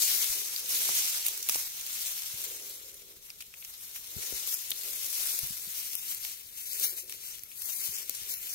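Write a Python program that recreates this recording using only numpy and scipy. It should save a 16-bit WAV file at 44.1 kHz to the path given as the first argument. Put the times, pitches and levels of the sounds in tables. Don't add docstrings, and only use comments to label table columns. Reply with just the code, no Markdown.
import sys
import numpy as np
from scipy import signal
from scipy.io import wavfile
from scipy.ndimage import uniform_filter1d

SR = 44100
rng = np.random.default_rng(int(sys.argv[2]) if len(sys.argv) > 2 else 0)


def to_wav(s):
    ch = np.atleast_2d(s).T
    pcm = np.round(np.clip(ch, -1, 1) * 32767)
    wavfile.write(sys.argv[1], SR, pcm.astype(np.int16))


def rack_gain(trim_db):
    fader = np.asarray(trim_db, float)
    return 10 ** (fader / 20)


N = 376613

# time in seconds, level in dB, left-right balance in dB.
WALK = [(0.0, -67.5, 5.5), (0.97, -29, 0.5), (1.6, -46, 0.5), (2.03, -35.5, 2.5), (3.28, -57.5, 2.5),
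        (4.18, -45.5, 3.5), (4.36, -42.0, 5.5), (5.56, -44.5, 3.5), (5.912, -40, 4.5), (7.29, -69.5, 6),
        (7.69, -39.5, 7.5), (8.54, -63, 3.5)]
# peak in seconds, level in dB, release in seconds, fine tips in relative dB.
SWEEPS = [(0, -28.5, 0.67, 0), (0.54, -40, 0.14, 0.5), (0.75, -32.5, 0.24, 2), (1.27, -35, 0.064, 2),
          (1.53, -34.5, 0.23, 1.5), (2.43, -43.5, 0.3, 1.0), (2.67, -47.5, 0.14, 4.5),
          (3.26, -52.5, 0.14, 2.5), (3.41, -43.5, 0.014, 1), (3.63, -52.5, 0.27, 4.5),
          (3.82, -49.5, 0.099, 3.5), (3.96, -45.5, 0.087, 2), (4.28, -40.5, 0.49, -0.5),
          (4.5, -37.5, 0.11, 2), (5.03, -41, 0.98, 2), (5.23, -36.5, 0.4, 1), (5.77, -46, 0.057, 7),
          (6.1, -41, 0.096, 4), (6.25, -42, 0.18, 0), (6.59, -45, 0.16, 3), (6.75, -40.5, 0.38, 3.5),
          (6.83, -34, 0.1, 4), (6.98, -42, 0.057, 1.5), (7.12, -46.5, 0.19, 0.5), (7.26, -44, 0.21, 0.5),
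          (7.85, -39, 0.19, 1.5), (8.31, -39.0, 0.09, 5), (8.53, -40, 0.54, 2.5), (7.96, -39.5, .12, -3),
          (8.17, -42.5, 0.36, 0)]
RISE_PER_RELEASE, SWEEP_FALL_DB = 0.39, 20
TIPS_DB, TIPS_DB_PER_S = -1.6, 0.64
BODY_DB, BODY_SLOPE, BODY_AT_DB = -7, -0.091, -37.5
# frequency in Hz, density in dB per Hz.
BLADE_SPECTRUM = [(350, -25), (600, -17.5), (729, -19), (825, -17.5), (1800, -14), (2150, -10.5),
                  (3690, -4.5), (5910, 0.5), (9880, -5), (13200, -6), (15800, -9.5), (16500, -53)]
# frequency in Hz, left-right balance in dB.
PORT_BALANCE = [(60, -5.5), (130, -6), (290, -2), (640, 0.5), (1410, 2.5), (3100, -2), (6820, -3),
                (15000, 1.5)]
SIDES = np.array([[.5], [-.5]])
PORT_LAG_SAMPLES = 22
LEAVES_BELOW_HZ, TIPS_ABOVE_HZ = 4200, 10200
# time in seconds, likeness from 0 to 1.
IN_LINE = [(0, .3), (1.5, .2), (4, .15), (5.7, .35), (5.95, .6), (6.45, .5), (6.6, .85), (6.8, .7),
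           (7.3, .8), (7.45, .45), (7.85, .55), (8.1, .5), (8.54, .65)]
IN_LINE_LAG_SAMPLES = 21
BLADE_LIKENESS, BODY_SIDE = .5, .3
# time in seconds, turn from 0 to 1.
TURN = [(0, 0.29), (2.3, 1), (2.8, 0.9), (4.2, 1), (5.6, 0.16), (5.95, 1), (6.6, 0.73), (7.35, .98),
        (7.602, 0.1), (7.999, 1), (8.54, 1)]
# frequency in Hz, width in Hz, depth from 0 to 1.
NOTCHES = [(4700, 300, 0.5), (7920, 170, 1), (10000, 2000, 0.4)]
# frequency in Hz, width in Hz, left gain, right gain.
PORT_RING = (2120, 280, 0.44, 0.081)

# start in seconds, length in seconds, level in dB.
DRAGS = [(0, 0.28, -58.5), (0.352, 0.13, -56), (.66, 0.26, -55.5), (1.277, .3, -60.5), (2.38, 0.76, -61),
         (2.495, 0.13, -54), (4.16, 0.27, -56.5), (4.803, 0.55, -62.5), (4.866, 0.051, -55),
         (5.396, 0.41, -69), (6.773, 0.33, -60), (7.795, 0.85, -65.5)]
DRAG_RISE_DB_PER_S, DRAG_FALL_DB_PER_S, DRAG_REST_DB = 150, 110, -79
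# frequency in Hz, width in Hz, gain in dB.
HOLLOW = [(401, 173, 12.5), (492, 104, 5.5)]

# frequency in Hz, density in dB per Hz.
AIR_SPECTRUM = [(15, -19), (25, 9), (49, 5), (303, -7.5), (461, -5.5), (1030, -28), (1260, -14),
                (2000, -30), (2600, -10), (4400, -120)]
AIR_DB = -67.5
# frequency in Hz, left-right likeness from -1 to 1.
AIR_LIKENESS = [(60, 0.17), (180, 0.25), (550, 0.45), (1650, 0.23), (4970, -0.00089), (15000, -0.01)]

# time in seconds, peak in dB, left-right balance in dB.
TICKS = [(0.2427, -17, 7), (0.593, -22, 4.0), (0.6914, -19, -10), (1.265, -9, -1.0), (1.283, -12, 1),
         (1.3758, -18, -2), (1.8652, -21, -4), (2.4174, -21, -4), (2.4404, -17.5, 7), (2.6965, -26, -1),
         (4.4735, -19, 11), (4.541, -12, 2), (4.8339, -26, 4), (5.1284, -19, 8), (5.3895, -14, 9),
         (5.4705, -21, -5), (5.952, -20, 21), (6.1113, -33, 14), (6.1464, -21.5, 11), (6.7311, -17.5, 3),
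         (6.7974, -17, 10), (6.9366, -29, 7.5), (7.1044, -31, 7.5), (7.435, -23.5, -4), (7.619, -17.5, -4),
         (7.832, -32, 5), (7.9834, -22, -1), (8.2731, -36, 5.0), (8.308, -25, 6.5), (8.339, -21, 13)]
TICK_HZ, TICK_SPREAD, TICK_BODY_DB, TICK_DB = 13000, .06, -24, -3
# time in seconds, peak in dB, ring in Hz, body in relative dB.
STEMS = [(0.5616, -12, 4520, -21), (0.8894, -18, 11500, -21), (1.2495, -18.5, 12100, -17),
         (1.4272, -12.5, 6100, -37), (1.488, -12, 12000, -12), (1.4951, -11.5, 10400, -23),
         (1.4952, -6, 5900, -14.5), (1.5225, -21, 11700, -9), (1.545, -10.5, 5750, -13),
         (1.5579, -13.5, 8350, -14), (1.8104, -20, 6750, -41), (2.1909, -24, 6000, -11),
         (2.9422, -32, 9200, -24), (3.302, -25, 5070, -9.5), (3.4054, -27, 5500, -5.5),
         (3.4224, -31, 11600, -2), (3.539, -39.5, 8000, 5.5), (3.625, -32, 3780, -2),
         (3.6476, -21.5, 5800, -12), (3.9597, -32.5, 13000, 1.5), (4.705, -18, 13000, -37),
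         (4.716, -7, 3490, -24.5), (6.2487, -20, 13800, -10), (7.0954, -24, 10300, -7),
         (7.1232, -21, 6000, -7), (7.392, -29, 6100, -13), (7.5157, -36, 13400, 0.5),
         (8.095, -15.5, 14300, -20), (8.1489, -21, 8950, -32), (8.1682, -27, 8700, -16)]
STEM_SIDE = 0.75

# time in seconds, peak in dB, push in Hz, left-right balance in dB.
KNOCKS = [(0.3, -53, 60, 11), (0.89, -35, 930, -0.5), (1.493, -36.5, 1110, 0), (1.556, -34.5, 636, -9),
          (2.341, -53.5, 111, 1.5), (4.166, -39, 132, 18.5), (4.324, -39.5, 400, 4), (4.333, -50, 75, 6),
          (4.712, -49.5, 441, 14), (5.434, -42.5, 106, 22), (5.506, -46, 160, 10), (5.674, -51, 160, 13),
          (7.147, -62, 466, 3), (7.437, -68, 110, 0.5), (7.89, -50.5, 119, 21), (8.094, -45, 480, -12),
          (8.22, -57, 111, 6)]
KNOCK_LEAD_S = .012
SHUDDER_DB, SHUDDER_DB_PER_OCTAVE, SHUDDER_T60_S, SOFT_HZ = -5.5, -3.5, .1, 117

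EDGE_HZ = 15820
# frequency in Hz, drop in dB.
MASKED_DROP = [(600, 20), (1150, 4), (2000, 5), (3000, 2.2), (4100, 2.5), (5000, 2.6), (6500, 4.5),
               (8000, 2.6), (11000, 8)]
# frequency in Hz, power share.
LINE_FLOOR = [(500, .05), (1200, .25), (2600, .5), (5200, .5), (8500, .4), (11000, .12), (15000, .2)]


def evened(x):
    return x / np.sqrt(np.mean(x ** 2) + 1e-20)


def read(points, hz):
    f, value = np.transpose(points)
    return np.interp(np.log(hz + 1), np.log(f + 1), value)


def add(mix, start_s, sound):
    part = mix[:, round(start_s * SR):][:, :sound.shape[1]]
    part += sound[:, :part.shape[1]]


def resonate(x, hz, width_hz):
    r = np.exp(-np.pi * width_hz / SR)
    poles = [1, -2 * r * np.cos(2 * np.pi * hz / SR), r * r]
    return signal.lfilter([(1 - r * r) / 2, 0, (r * r - 1) / 2], poles, x)


def colour(x, gain_db):
    log_gain = np.log(rack_gain(np.maximum(gain_db, -100)))
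    circle = np.concatenate([log_gain, log_gain[..., -2:0:-1]], axis=-1)
    response = np.exp(np.conj(signal.hilbert(circle)))
    taps = np.fft.ifft(response).real[..., :2048]
    return signal.oaconvolve(x, np.atleast_2d(taps), axes=1)[:, :N]


def gusts(smooth_samples):
    swing = uniform_filter1d(rng.standard_normal(N), smooth_samples)
    return evened(uniform_filter1d(swing, smooth_samples))


def noise(patchy_db, likeness):
    a, b, c, d, patches = rng.standard_normal((N // 128 + 5, 257, 5)).T
    patches = uniform_filter1d(patches, size=14, axis=0)
    patches = evened(uniform_filter1d(patches, size=10, axis=1))
    same = np.clip(likeness, -1, 1)[:, None]
    left = a + 1j * b
    right = same * left + np.sqrt(1 - same ** 2) * (c + 1j * d)
    z = np.array([left, right]) * rack_gain(patchy_db * patches)
    return evened(signal.istft(z, nperseg=512, noverlap=384)[1][:, :N])


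def push(t):
    s, walk_db, _ = np.transpose(WALK)
    blades = rack_gain(np.interp(t, s, walk_db)) ** 2
    tips = blades * rack_gain(TIPS_DB + TIPS_DB_PER_S * t) ** 2
    for peak_s, db, release_s, sheen_db in SWEEPS:
        away = (t - peak_s) / release_s / np.where(t < peak_s, RISE_PER_RELEASE, 1)
        sweep = rack_gain(db - SWEEP_FALL_DB * away ** 2) ** 2
        blades = blades + sweep
        tips = tips + sweep * rack_gain(sheen_db) ** 2
    blades_db = 10 * np.log10(blades)
    body_db = blades_db + BODY_DB + BODY_SLOPE * (blades_db - BODY_AT_DB)
    return blades_db, body_db, 10 * np.log10(tips)


def side_at(t):
    s, _, pan_db = np.transpose(WALK)
    return np.interp(t, s, pan_db)


def crackle(per_s, spread_db, clump_db, count):
    chance = per_s / SR * rack_gain(clump_db * gusts(500))
    size = rack_gain(spread_db * np.minimum(rng.exponential(1, N), 5)) * (rng.random(N) < chance)
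    blade = rng.integers(0, count, N)
    t = np.arange(500) / SR
    out = np.zeros((2, N))
    for k, (side, short, low, high) in enumerate(rng.random((count, 4))):
        faces = rng.standard_normal((2, len(t)))
        tick = faces[0] + faces
        low_ring = resonate(tick, 1500 + 4000 * low, 1000)
        high_ring = resonate(tick, 6000 + 9000 * high, 2070)
        tick = 0.87 * tick + 1.7 * low_ring + 1.55 * high_ring
        t60_s = .0025 + 0.031 * short ** 2
        tick = tick * rack_gain(-60 * t / t60_s) * np.minimum(t / 0.00013, 1)
        tick = tick / np.linalg.norm(tick[0])
        both = signal.oaconvolve((size * (blade == k))[None], tick, axes=1)[:, :N]
        lag = round(PORT_LAG_SAMPLES * (2 * side - 1))
        out[0] += both[0] * rack_gain(4.3 * (side - .5))
        out[1] += np.roll(both[1], lag) * rack_gain(-6.0 * (side - .5))
    return evened(out)


def in_line(x, share):
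    likeness = np.interp(np.arange(N) / SR, *np.transpose(IN_LINE))
    same = np.clip(share * likeness, 0, 1)
    right = same * np.roll(x[0], IN_LINE_LAG_SAMPLES) + np.sqrt(1 - same ** 2) * x[1]
    return np.array([x[0], right])


def rustle():
    t = np.arange(N) / SR
    hz = np.fft.rfftfreq(4096, 1 / SR) + 1
    slide = noise(1.6, np.zeros(257)) * rack_gain(1.2 * gusts(620) + 0.19 * gusts(150))
    drive = slide + rack_gain(-7.0) * crackle(per_s=770, spread_db=3.0, clump_db=2.5, count=20)
    tone_db = read(BLADE_SPECTRUM, hz) + SIDES * read(PORT_BALANCE, hz)
    low = 1 / (1 + (hz / LEAVES_BELOW_HZ) ** 8)
    high = 1 / (1 + (TIPS_ABOVE_HZ / hz) ** 12)
    side_db = SIDES * (side_at(t) + 0.83)
    coarse_t = t[::64]
    blades_db, body_db, tips_db = push(coarse_t)
    layers = [(in_line(drive, BLADE_LIKENESS), abs(1 - low - high), blades_db, side_db),
              (in_line(drive, 1), low, body_db, BODY_SIDE * side_db),
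              (drive, high, tips_db, side_db)]
    out = np.zeros((2, N))
    for source, share, level_db, lean_db in layers:
        layer = evened(colour(source, tone_db + 10 * np.log10(share + 1e-10)))
        out += rack_gain(np.interp(t, coarse_t, level_db) + lean_db - 3.0) * layer
    return out


def shaded(x):
    turn = np.interp(np.arange(N) / SR, *np.transpose(TURN))
    for hz, width_hz, depth in NOTCHES:
        x = x - np.clip(depth * turn, 0, 1) * resonate(x, hz, width_hz)
    hz, width_hz, *gains = PORT_RING
    return x + np.array(gains)[:, None] * resonate(resonate(x, hz, width_hz), hz, width_hz)


def drag():
    flat = noise(2.0, np.full(257, .85))
    hollow = np.zeros((2, N))
    for hz, width_hz, db in HOLLOW:
        hollow += rack_gain(db) * resonate(resonate(flat, hz, width_hz), hz, width_hz)
    t = np.arange(N) / SR
    level_db = np.full(N, float(DRAG_REST_DB))
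    for start_s, length_s, db in DRAGS:
        early_s = np.maximum(start_s - t, 0)
        late_s = np.maximum(t - start_s - length_s, 0)
        stroke_db = db - DRAG_RISE_DB_PER_S * early_s - DRAG_FALL_DB_PER_S * late_s
        level_db = np.maximum(level_db, stroke_db)
    return rack_gain(level_db - 5.0 - 2.8 * SIDES) * evened(hollow)


def air():
    flat = noise(0.7, read(AIR_LIKENESS, np.fft.rfftfreq(512, 1 / SR)))
    hz = np.fft.rfftfreq(4096, 1 / SR)
    floor = evened(colour(flat, read(AIR_SPECTRUM, hz) + SIDES * read(PORT_BALANCE, hz)))
    return rack_gain(AIR_DB + 0.5 + 0.5 * gusts(4000)) * floor


def snap(db, hz, body_db, pan_db):
    t = np.arange(1200) / SR
    burst = rng.standard_normal((3, 2, len(t)))
    rise = np.minimum(t / 0.00075, 1)
    crack = np.diff(burst[0], prepend=0) * (rack_gain(-60 * t / 0.0095) + 0.18 * rack_gain(-60 * t / 0.026))
    ring = 2.33 * resonate(burst[1], hz, 0.11 * hz) * rack_gain(-60 * t / 0.018)
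    stalk = resonate(resonate(burst[2], 2400, 1100), 2400, 1100) + 0.2 * resonate(burst[2], 1430, 730)
    body = 4.0 * rack_gain(body_db) * stalk * rack_gain(-60 * t / 0.021)
    brightness = 0.61 * hz / 9000
    return rack_gain(db - 4 + SIDES * pan_db) * rise * (brightness * crack + ring + body)


def tip_tick(db, pan_db):
    hz = TICK_HZ * (1 + TICK_SPREAD * rng.uniform(-1.2, 1))
    return snap(db + TICK_DB, hz, TICK_BODY_DB, pan_db)


def knock(db, hz, pan_db):
    t = np.arange(5000) / SR - KNOCK_LEAD_S
    octaves = np.log2(hz / SOFT_HZ)
    shudder_db = SHUDDER_DB + SHUDDER_DB_PER_OCTAVE * octaves
    t60_s = max(SHUDDER_T60_S * 0.81 ** octaves, .01)
    swing = -np.cos(2 * np.pi * hz * t - .4) * np.exp(-(t * hz / 0.46) ** 2)
    low_hz = min(0.53 * hz, 130)
    shudder = evened(resonate(rng.standard_normal((2, len(t))), low_hz, 0.67 * low_hz))
    shudder *= rack_gain(shudder_db - 60 * t / t60_s) * np.clip(t / 0.011, 0, 1)
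    far_db = np.minimum(2 * SIDES * pan_db, 0) * 3.7
    return rack_gain(db + 8.5 + far_db) * (swing + shudder)


def scene():
    mix = rack_gain(4.0) * shaded(rustle()) + drag() + air()
    for s, db, pan_db in TICKS:
        add(mix, s, tip_tick(db, pan_db))
    for s, db, hz, pan_db in KNOCKS:
        add(mix, s + 0.0018 - KNOCK_LEAD_S, knock(db, hz, pan_db))
    for s, db, hz, body_db in STEMS:
        add(mix, s, snap(db, hz, body_db, STEM_SIDE * side_at(s)))
    return mix


def masked(x):
    turn = np.array([[1, 1], [1, -1]]) / np.sqrt(2)
    frame = dict(window="cosine", nperseg=2048, noverlap=1024)
    hz, _, z = signal.stft(turn @ x, SR, **frame)
    lines = abs(z) ** 2
    first = np.arange(len(hz)) // 8 * 8
    power = uniform_filter1d(lines, size=8, axis=1, origin=-4)[:, first]
    hiss = lines[:, hz > 2000].mean(axis=(0, 1))
    share_db = uniform_filter1d(10 * np.log10(power / hiss + 1e-20), size=2, axis=2)
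    usual_db = np.median(share_db, axis=2, keepdims=True)
    keep = share_db > usual_db - read(MASKED_DROP, hz[first])[:, None]
    keep &= lines > power * read(LINE_FLOOR, hz)[:, None]
    frame_db = 10 * np.log10(lines.mean(axis=(0, 1)) + 1e-20)
    keep |= np.diff(frame_db, prepend=0) > 3
    return turn @ signal.istft(z * keep, SR, **frame)[1][:, :N]


def roll_off(x):
    return signal.sosfilt(signal.butter(12, 17020, fs=SR, output="sos"), x)


def record(dry):
    edge = signal.firwin(601, EDGE_HZ, window=("kaiser", 9), fs=SR)
    limited = signal.oaconvolve(dry, edge[None], "same", axes=1)
    return roll_off(masked(limited))


dry = scene()
out = record(dry)
to_wav(out)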